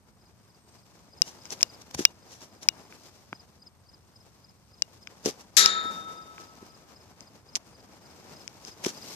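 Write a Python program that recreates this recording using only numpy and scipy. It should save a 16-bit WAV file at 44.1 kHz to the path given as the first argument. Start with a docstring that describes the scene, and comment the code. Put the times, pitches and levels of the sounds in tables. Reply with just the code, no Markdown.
"""A horse in a rope halter is handled at arm's length in a pen of steel pipe panels.
From the start, sliding rope makes friction noise over faint outdoor rumble, and a small bird repeats
a double chirp; far whistles come and go. After a second, rope and mane flick the camera, whose
microphone ports resonate and overload; the rope scuffs, then bumps the case. Past halfway a steel
pipe is struck once and rings in its normal modes, and the rubbing swells toward the end."""
import sys
import numpy as np
from scipy import signal
from scipy.fft import rfft, irfft, next_fast_len
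from scipy.io import wavfile

SR = 44100
rng = np.random.default_rng(int(sys.argv[2]) if len(sys.argv) > 2 else 0)


def transcribe(signal):
    """Save signal, clipped to [-1, 1], as a 16-bit WAV file at the path in sys.argv[1]."""
    frames = np.atleast_2d(signal).T
    limited = np.clip(frames, -1, 1)
    pcm = np.round(limited * 32767).astype(np.int16)
    wavfile.write(sys.argv[1], SR, pcm)


N = 403779
TIME = np.arange(N) / SR

# Table levels are relative; side_db is left minus right; t60_s is the time to decay by 60 dB.
# likeness of left and right noise: frequency_hz, correlation
COHERENCE = [(30, 0.29), (120, 0.65), (300, 0.64), (700, 0.73), (1500, 0.3), (14000, 0.15)]
# spectra of outdoor rumble and microphone hiss: frequency_hz, density_db
RUMBLE_SPECTRUM = [(12, -48), (20, -37.5), (27, -22.5), (47, -3), (92, 2), (110, 1.5), (155, -5), (195, -2),
                   (260, -14), (340, -27.5), (570, -120)]
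MIC_SPECTRUM = [(590, -24.5), (1000, 0), (2800, -20), (4330, -12), (4950, -14.5), (8760, -17.5),
                (9170, -16.5), (14500, -12.5)]
# spectra of the rope's dull rub, fibre hiss and scuffs: frequency_hz, density_db
RUB_SPECTRUM = [(76, -30.5), (130, -1.5), (194, 2.5), (346, 0.5), (468, -0.5), (560, -1), (932, -2.5),
                (1690, -10), (2320, -13.5), (3500, -20.5), (4550, -44), (7700, -120)]
FIBRE_SPECTRUM = [(1290, -32.5), (2200, -8.5), (3320, -9.5), (4300, -6), (5000, -3.5), (5450, -3.5),
                  (6380, -5.5), (8020, -12), (10200, -18.5), (13900, -11), (14500, -24)]
SCUFF_SPECTRUM = [(410, -30), (700, -2), (1440, -9), (1600, -5), (1790, -7), (2220, -7), (4570, -2.5),
                  (5890, 4), (8300, -10), (14500, -14.5)]
# rope sliding over coat and hand: time_s, rub_db, hiss_db
SLIDE_LEVELS = [(0.0, -70, -84.5), (0.86, -65.5, -75), (1.15, -65, -77.5), (1.4, -57.5, -67.5),
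                (1.54, -58, -67.5), (2.17, -63, -75.5), (2.81, -58.5, -72), (3.03, -61, -67.5),
                (3.15, -64, -72.5), (3.71, -69, -82), (4.32, -67, -78), (4.8, -68, -78),
                (5.27, -59.5, -71.5), (5.52, -62.5, -73.5), (5.95, -52, -63), (6.06, -56, -69.5),
                (6.57, -59.5, -70.5), (7.59, -65, -78), (8.16, -57, -69), (8.71, -59, -69),
                (8.85, -54.5, -67.5), (9.15, -53, -54.5)]
# runs of evenly paced double chirps: first_s, last_s, first_db, last_db
CHIRP_RUNS = [(0.218, 0.79, -59.5, -61), (1.135, 1.701, -49.5, -46), (2.231, 2.809, -56.5, -59.5),
              (3.357, 4.165, -48, -53.5), (4.448, 5.029, -52.5, -53.5), (5.265, 5.893, -45, -49),
              (6.18, 7.755, -54, -52), (8.061, 8.979, -53, -40.5)]
# distant bird notes: start_s, length_s, top_hz, level_db
FAR_NOTES = [(.55, 0.34, 8350, -73.5), (2.68, .22, 9500, -76), (7.635, .14, 9000, -74)]
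# flicks on the microphone ports: start_s, ping_db, knock_db, side_db, contact_hz
FLICKS = [(1.219, 11, -25, 15, 6100), (1.455, -23.5, -37, 10, 7000), (1.506, -16, -43, 16, 8000),
          (1.609, -17, -20, 12, 6700), (1.6297, 11.5, -2.5, 11, 8600), (2.0519, 23.5, 8, -0.5, 7060),
          (2.6873, 14.5, -0.5, 14.5, 6040), (2.925, -34, -28.5, 9, 2320), (3.3291, -1, -1.5, 6.5, 950),
          (4.8219, 6, -31, 12.5, 5000), (5.073, -17, -23, 16, 4100), (5.259, -5.5, -24, 11, 7500),
          (5.6597, 18.5, -6.5, 14.5, 5570), (6.381, -38, -25.5, 4.5, 2220), (7.207, -25, -40.5, 12, 7640),
          (7.5547, -6, -25, -30.5, 7600), (7.5593, -6.5, -17, 15, 8200), (8.478, -16, -24, 33, 6300),
          (8.65, -22, -44, 11, 7450), (8.848, -11, -15, 24, 6540)]
# modes of the ports and of the case: pitch_hz, t60_s, left_db, right_db
PORT_MODES = [(5364, 0.0051, -5.5, -26), (6087, 0.0045, -9.5, -14.5), (4886, 0.0019, -42.5, 1),
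              (2850, 0.077, -51.5, -55), (3640, 0.08, -62, -60.5), (3870, .065, -60.5, -59.5)]
CASE_MODES = [(216, 0.012, -23.5, -18.5), (896, 0.0013, -24, -18), (1575, 0.0093, -15, -11.5),
              (2368, 0.0054, -2.5, 1), (3160, 0.0044, -7, -0.5)]
# stronger scuffs of rope fibre: peak_s, level_db, decay_s
ROPE_SCUFFS = [(1.28, -43.5, .026), (1.526, -32.5, 0.011), (1.615, -32.5, 0.0023), (1.818, -45.5, 0.0057),
               (1.911, -44.5, 0.0033), (1.948, -27.5, 0.0032), (1.993, -28, 0.006), (2.02, -37.5, 0.022),
               (2.331, -46.5, 0.026), (2.43, -46.5, .022), (2.631, -40.5, 0.0082), (5.263, -27.5, .007),
               (5.289, -31.5, 0.014), (5.409, -46, 0.0091), (5.992, -53.5, .04), (6.409, -48, 0.014),
               (7.566, -32.5, 0.0052), (8.68, -44, .025), (8.843, -31, 0.0042), (8.863, -28, .005),
               (8.887, -34, .017)]
# soft bumps on the case: start_s, level_db, pitch_hz, bouncing_s
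ROPE_BUMPS = [(1.95, -27.5, 126, .021), (1.9914, -12, 318, .021), (3.324, -35, 170, .007),
              (5.2591, -8, 402, .035), (5.854, -26.5, 292, .007), (6.626, -31, 338, .007),
              (8.864, -10, 360, .007)]
# pipe modes, crowding above each ovalling tone: pitch_hz, level_db, t60_s
PIPE_MODES = [(205, -43, 1.6), (400, -41, .9), (921, -47, 1.5), (1299, -21.5, 1.7), (1302.6, -31, 1.4),
              (1308.5, -28, 1.7), (1323, -32, 1.0), (1352, -35, .8), (1647, -33, .8), (1852, -30, .7),
              (1965, -33, .6), (3371, -36, .5), (3674, -21.5, 1.08), (3687, -27, .9), (3739, -23, .62),
              (3784, -28, .65), (3820, -24, .62), (3962, -25, .5), (4027, -24, .52), (4145, -30, .55),
              (4232, -27, .55), (4775, -22, .22), (4942, -21, .25), (5669, -15, .28), (5877, -16, .27),
              (6178, -22, .3), (6540, -23, .25), (7015, -24, .55), (7044, -22, .5), (7133, -31, .45),
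              (11310, -21, .2)]
# the pipe's clash of countless modes: frequency_hz, density_db, t60_s, side_db
PIPE_CLASH = [(152, -42, 1.4, 1.5), (397, -17.5, 1.28, -2), (990, -22.5, 1.7, 4.5), (1650, -7.5, 0.86, 7),
              (2700, -11.5, 0.41, 4.5), (3450, -6, 0.45, 11.5), (3950, -4, 0.55, 2), (6000, 0, 0.25, 25),
              (7200, -1.5, .27, 4.5), (9200, -12, 0.24, 18), (14400, -11, 0.11, 7.5)]


def from_db(db):
    """Amplitude grows tenfold with every 20 dB."""
    return 10 ** (np.asarray(db) / 20)


def rms_one(x):
    """Division by the rms gives unit mean power."""
    return x / np.sqrt(np.mean(x ** 2) + 1e-20)


def pan(side_db):
    """A level difference at constant power places a source left or right."""
    return rms_one(from_db([[side_db / 2], [-side_db / 2]]))


def at_hz(table, hz):
    """Interpolate a table's columns on a logarithmic frequency axis."""
    points, *columns = np.transpose(table)
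    return [np.interp(np.log(hz + 1e-9), np.log(points), column) for column in columns]


def butterworth(x, hz, kind="low", order=2):
    """A filter with a maximally flat passband."""
    return signal.sosfilt(signal.butter(order, hz, kind, fs=SR, output="sos"), x)


def add(out, start_s, sound):
    """Superposition: a short sound adds to what is already there."""
    i = round(start_s * SR)
    out[..., i:i + sound.shape[-1]] += sound[..., :N - i]


def ring(clicks, hz, t60_s):
    """A damped resonator answers each impulse with a decaying sinusoid."""
    radius, angle = from_db(-60 / (t60_s * SR)), 2 * np.pi * hz / SR
    return signal.lfilter([.5, 0, -.5], [1, -2 * radius * np.cos(angle), radius ** 2], clicks + 1e-18)


def drift(rate_hz):
    """Interpolated random values give a continuous fluctuation of unit rms."""
    knots = np.arange(0, N / SR + 1, 1 / rate_hz)
    return rms_one(np.interp(TIME, knots, rng.standard_normal(len(knots))))


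def wavering(hz, rate_hz):
    """Random modulation broadens a tone into a narrow band."""
    phase = 2 * np.pi * np.cumsum(hz * np.ones(N)) / SR
    return drift(rate_hz) * np.sin(phase) + drift(rate_hz) * np.cos(phase)


def stereo(mid, side, hz):
    """Sum and difference of independent noises make a partly coherent pair."""
    correlation = at_hz(COHERENCE, hz)[0]
    return np.sqrt(1 + correlation) * mid + np.sqrt(1 - correlation) * side * [[1], [-1]]


def at_ports(pair, lag_s):
    """Path difference: sound from the left reaches the right port later."""
    return np.array([pair[0], np.interp(TIME - lag_s, TIME, pair[1])])


def grainy_noise(spectrum, grain_db=2):
    """Fast random modulation roughens stereo noise, which is then coloured and scaled to unit rms."""
    grains = rng.standard_normal((2, N)) * from_db(grain_db * np.clip(drift(900), -3, 3))
    size = next_fast_len(N)
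    hz = np.arange(size // 2 + 1) * SR / size
    inside = (hz > spectrum[0][0]) & (hz < spectrum[-1][0])
    colour = inside * from_db(at_hz(spectrum, hz)[0])
    pair = stereo(*rfft(grains, size), hz)
    return rms_one(irfft(pair * colour, size)[:, :N])


def background(rumble_db=-61, hiss_db=-73, whine_db=-81, whine_hz=8500):
    """The noise floor sums outdoor rumble, microphone hiss and a faint narrow-band whine."""
    rumble = from_db(rumble_db) * grainy_noise(RUMBLE_SPECTRUM)
    hiss = from_db(hiss_db) * grainy_noise(MIC_SPECTRUM)
    return rumble + hiss + from_db(whine_db) * wavering(whine_hz, rate_hz=110)


def sliding_levels():
    """The envelopes of the rope's friction, rub and hiss, run linearly in decibels."""
    times, *levels = np.transpose(SLIDE_LEVELS)
    return [np.interp(TIME, times, db) for db in levels]


def rope_rubbing(rub_gain_db=4, hiss_gain_db=12, rub_flutter_db=2, hiss_flutter_db=2.1):
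    """Stick-slip friction: the rope catches and lets go, so rub and hiss flutter together."""
    rub_db, hiss_db = sliding_levels()
    catch = drift(45)
    rub = from_db(rub_db + rub_gain_db + rub_flutter_db * catch) * grainy_noise(RUB_SPECTRUM)
    hiss = from_db(hiss_db + hiss_gain_db + hiss_flutter_db * catch) * grainy_noise(FIBRE_SPECTRUM)
    return rub * pan(1.6) + hiss * pan(3.4)


def bird(top_hz=5110, lead_hz=4950, fall_hz=560, note_s=.03, lead_s=.026, gap_s=.046, period_s=.28):
    """Frequency modulation: a faint lead-in and two thin notes each hang, then drop in pitch."""
    out, progress = np.zeros(N), np.linspace(0, 1, round(note_s * SR))
    envelope = np.sin(np.pi * progress) ** 2
    for first_s, last_s, first_db, last_db in CHIRP_RUNS:
        calls = round((last_s - first_s) / period_s) + 1
        for s, db in np.linspace((first_s, first_db), (last_s, last_db), calls):
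            notes = (s - lead_s, db - 11, lead_hz), (s, db, top_hz), (s + gap_s, db, top_hz)
            for centre_s, note_db, start_hz in notes:
                hz = start_hz + rng.normal(0, 40) - fall_hz * rng.uniform(.7, 1.24) * progress ** 2.43
                level = from_db(note_db + rng.normal(-1, 1.5))
                tone = np.sin(2 * np.pi * np.cumsum(hz) / SR)
                add(out, centre_s - note_s / 2, level * envelope * tone)
    return out * from_db(2 * drift(300)) * pan(2)  # the level wavers by 2 dB


def far_whistles(arch_hz=500, blur_hz=150):
    """Joint modulation: distant bird notes rise and sink in pitch and level together."""
    level, hz = np.zeros(N), np.zeros(N)
    for start_s, length_s, top_hz, db in FAR_NOTES:
        arch = 1 - np.linspace(-1, 1, round(length_s * SR)) ** 2
        add(level, start_s, from_db(db) * arch)
        add(hz, start_s, top_hz - arch_hz * (1 - arch) ** 2)
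    return level * wavering(hz, blur_hz)


def impulse_response(modes):
    """A struck body's response is the sum of its damped modes."""
    click = signal.unit_impulse(SR // 8)
    return sum(ring(click, hz, t60_s) * from_db([[left], [right]]) for hz, t60_s, left, right in modes)


def port_flicks(right_lag_s=.0001):
    """Impacts set the port air and the case resonating; a harder contact excites a higher band."""
    out = np.zeros((2, N))
    port, case = impulse_response(PORT_MODES), impulse_response(CASE_MODES)
    for start_s, ping_db, knock_db, side_db, contact_hz in FLICKS:
        response = from_db(ping_db) * port + from_db(knock_db) * case
        left, right = butterworth(response, [.28 * contact_hz, contact_hz], "band") * pan(side_db)
        add(out[0], start_s, left)
        add(out[1], start_s + right_lag_s, right)
    return out


def rope_scuffs(drag_db=-8, snags_per_s=8, snag_db=12, snag_decay_s=.002):
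    """Transient friction: quick slides and random fibre snags hiss and drag a dull rub along."""
    force, t = np.zeros(N), np.arange(-SR // 10, SR // 5) / SR
    for peak_s, db, decay_s in ROPE_SCUFFS:
        add(force, peak_s + t[0], from_db(db) * np.exp(-np.abs(t) / decay_s))
    _, hiss_db = sliding_levels()
    snag_sizes = from_db(hiss_db + snag_db + 3 * np.clip(rng.standard_normal(N), -2, 2))
    for i in np.flatnonzero(rng.random(N) < snags_per_s / SR):
        add(force, TIME[i], snag_sizes[i] * np.exp(-TIME[:SR // 20] / snag_decay_s))
    hiss = grainy_noise(SCUFF_SPECTRUM) * pan(3)
    drag = from_db(drag_db) * grainy_noise(RUB_SPECTRUM, grain_db=0)
    return force * (hiss + drag)


def rope_bumps(t60_s=.02, push_s=.0016, soft_hz=1100, gain_db=4, bounce_s=.0138, bounce_loss_db=4):
    """Damped oscillation: at each soft bounce of the rope the hand-held case swings a few cycles."""
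    out, t = np.zeros(N), TIME[:SR // 10]
    for start_s, db, hz, bouncing_s in ROPE_BUMPS:
        swing = np.sin(2 * np.pi * hz * t)
        slower_sway = from_db(-7) * np.sin(2 * np.pi * .74 * hz * t)
        envelope = from_db(db + gain_db - 60 * t / t60_s) * (1 - np.exp(-t / push_s)) ** 2
        touch = envelope * (swing + slower_sway)
        for bounce, after_s in enumerate(np.arange(0, bouncing_s, bounce_s)):
            add(out, start_s + after_s, from_db(-bounce_loss_db * bounce) * touch)
    return butterworth(out, soft_hz) * pan(2)


def pipe_clash(t, level_db=-11, rise_s=.00084):
    """Modal overlap: as a blow spreads along the pipe, its dense modes merge into decaying noise."""
    clash, power = 0, 0
    edges = np.geomspace(130, 15000, 22)
    for low, high in zip(edges, edges[1:]):
        hz = np.sqrt(low * high)
        db, t60_s, side_db = at_hz(PIPE_CLASH, hz)
        noise = butterworth(rng.standard_normal((2, len(t))), [low, high], "band")
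        band = from_db(db) * stereo(*noise, hz) * pan(side_db)
        power += np.mean(band ** 2)
        clash += band * from_db(-60 * t / t60_s)
    return from_db(level_db) * clash / np.sqrt(power) * (1 - np.exp(-t / rise_s))


def struck_pipe(start_s=5.567, build_share=.02):
    """Free vibration: a bright clash dies and leaves ovalling tones, whose close pitches beat."""
    out, t, tones = np.zeros((2, N)), TIME[:2 * SR], 0
    for hz, db, t60_s in PIPE_MODES:
        build = 1 - np.exp(-t / (build_share * t60_s))  # the longest tones build up slowest
        decay = from_db(db - 60 * t / t60_s)
        side_db = at_hz(PIPE_CLASH, hz)[-1]
        tones += build * decay * np.sin(2 * np.pi * hz * t) * pan(side_db)
    add(out, start_s, tones + pipe_clash(t))
    return out


def scene():
    """In a free field the sources add without echoes; the close rope and the pipe are to the left."""
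    left_side = at_ports(rope_bumps() + rope_scuffs() + struck_pipe(), lag_s=12 / SR)
    rubbing = at_ports(rope_rubbing(), lag_s=.0001)
    return rubbing + bird() + far_whistles() + port_flicks() + left_side + background()


def record(dry, mic_top_hz=14600, overload=.93, dull_hz=13500, low_cut_hz=55, cutoff_hz=18400):
    """Band limiting and clipping: the microphones lose deep bass and top treble; hard flicks overload."""
    heard = signal.sosfilt(signal.ellip(8, .1, 70, mic_top_hz, fs=SR, output="sos"), dry)
    heard = np.clip(heard, -overload, overload)
    heard = butterworth(heard, dull_hz, order=3)
    heard = butterworth(heard, low_cut_hz, "high")
    return butterworth(heard, cutoff_hz, order=12)


dry = scene()
out = record(dry)
transcribe(out)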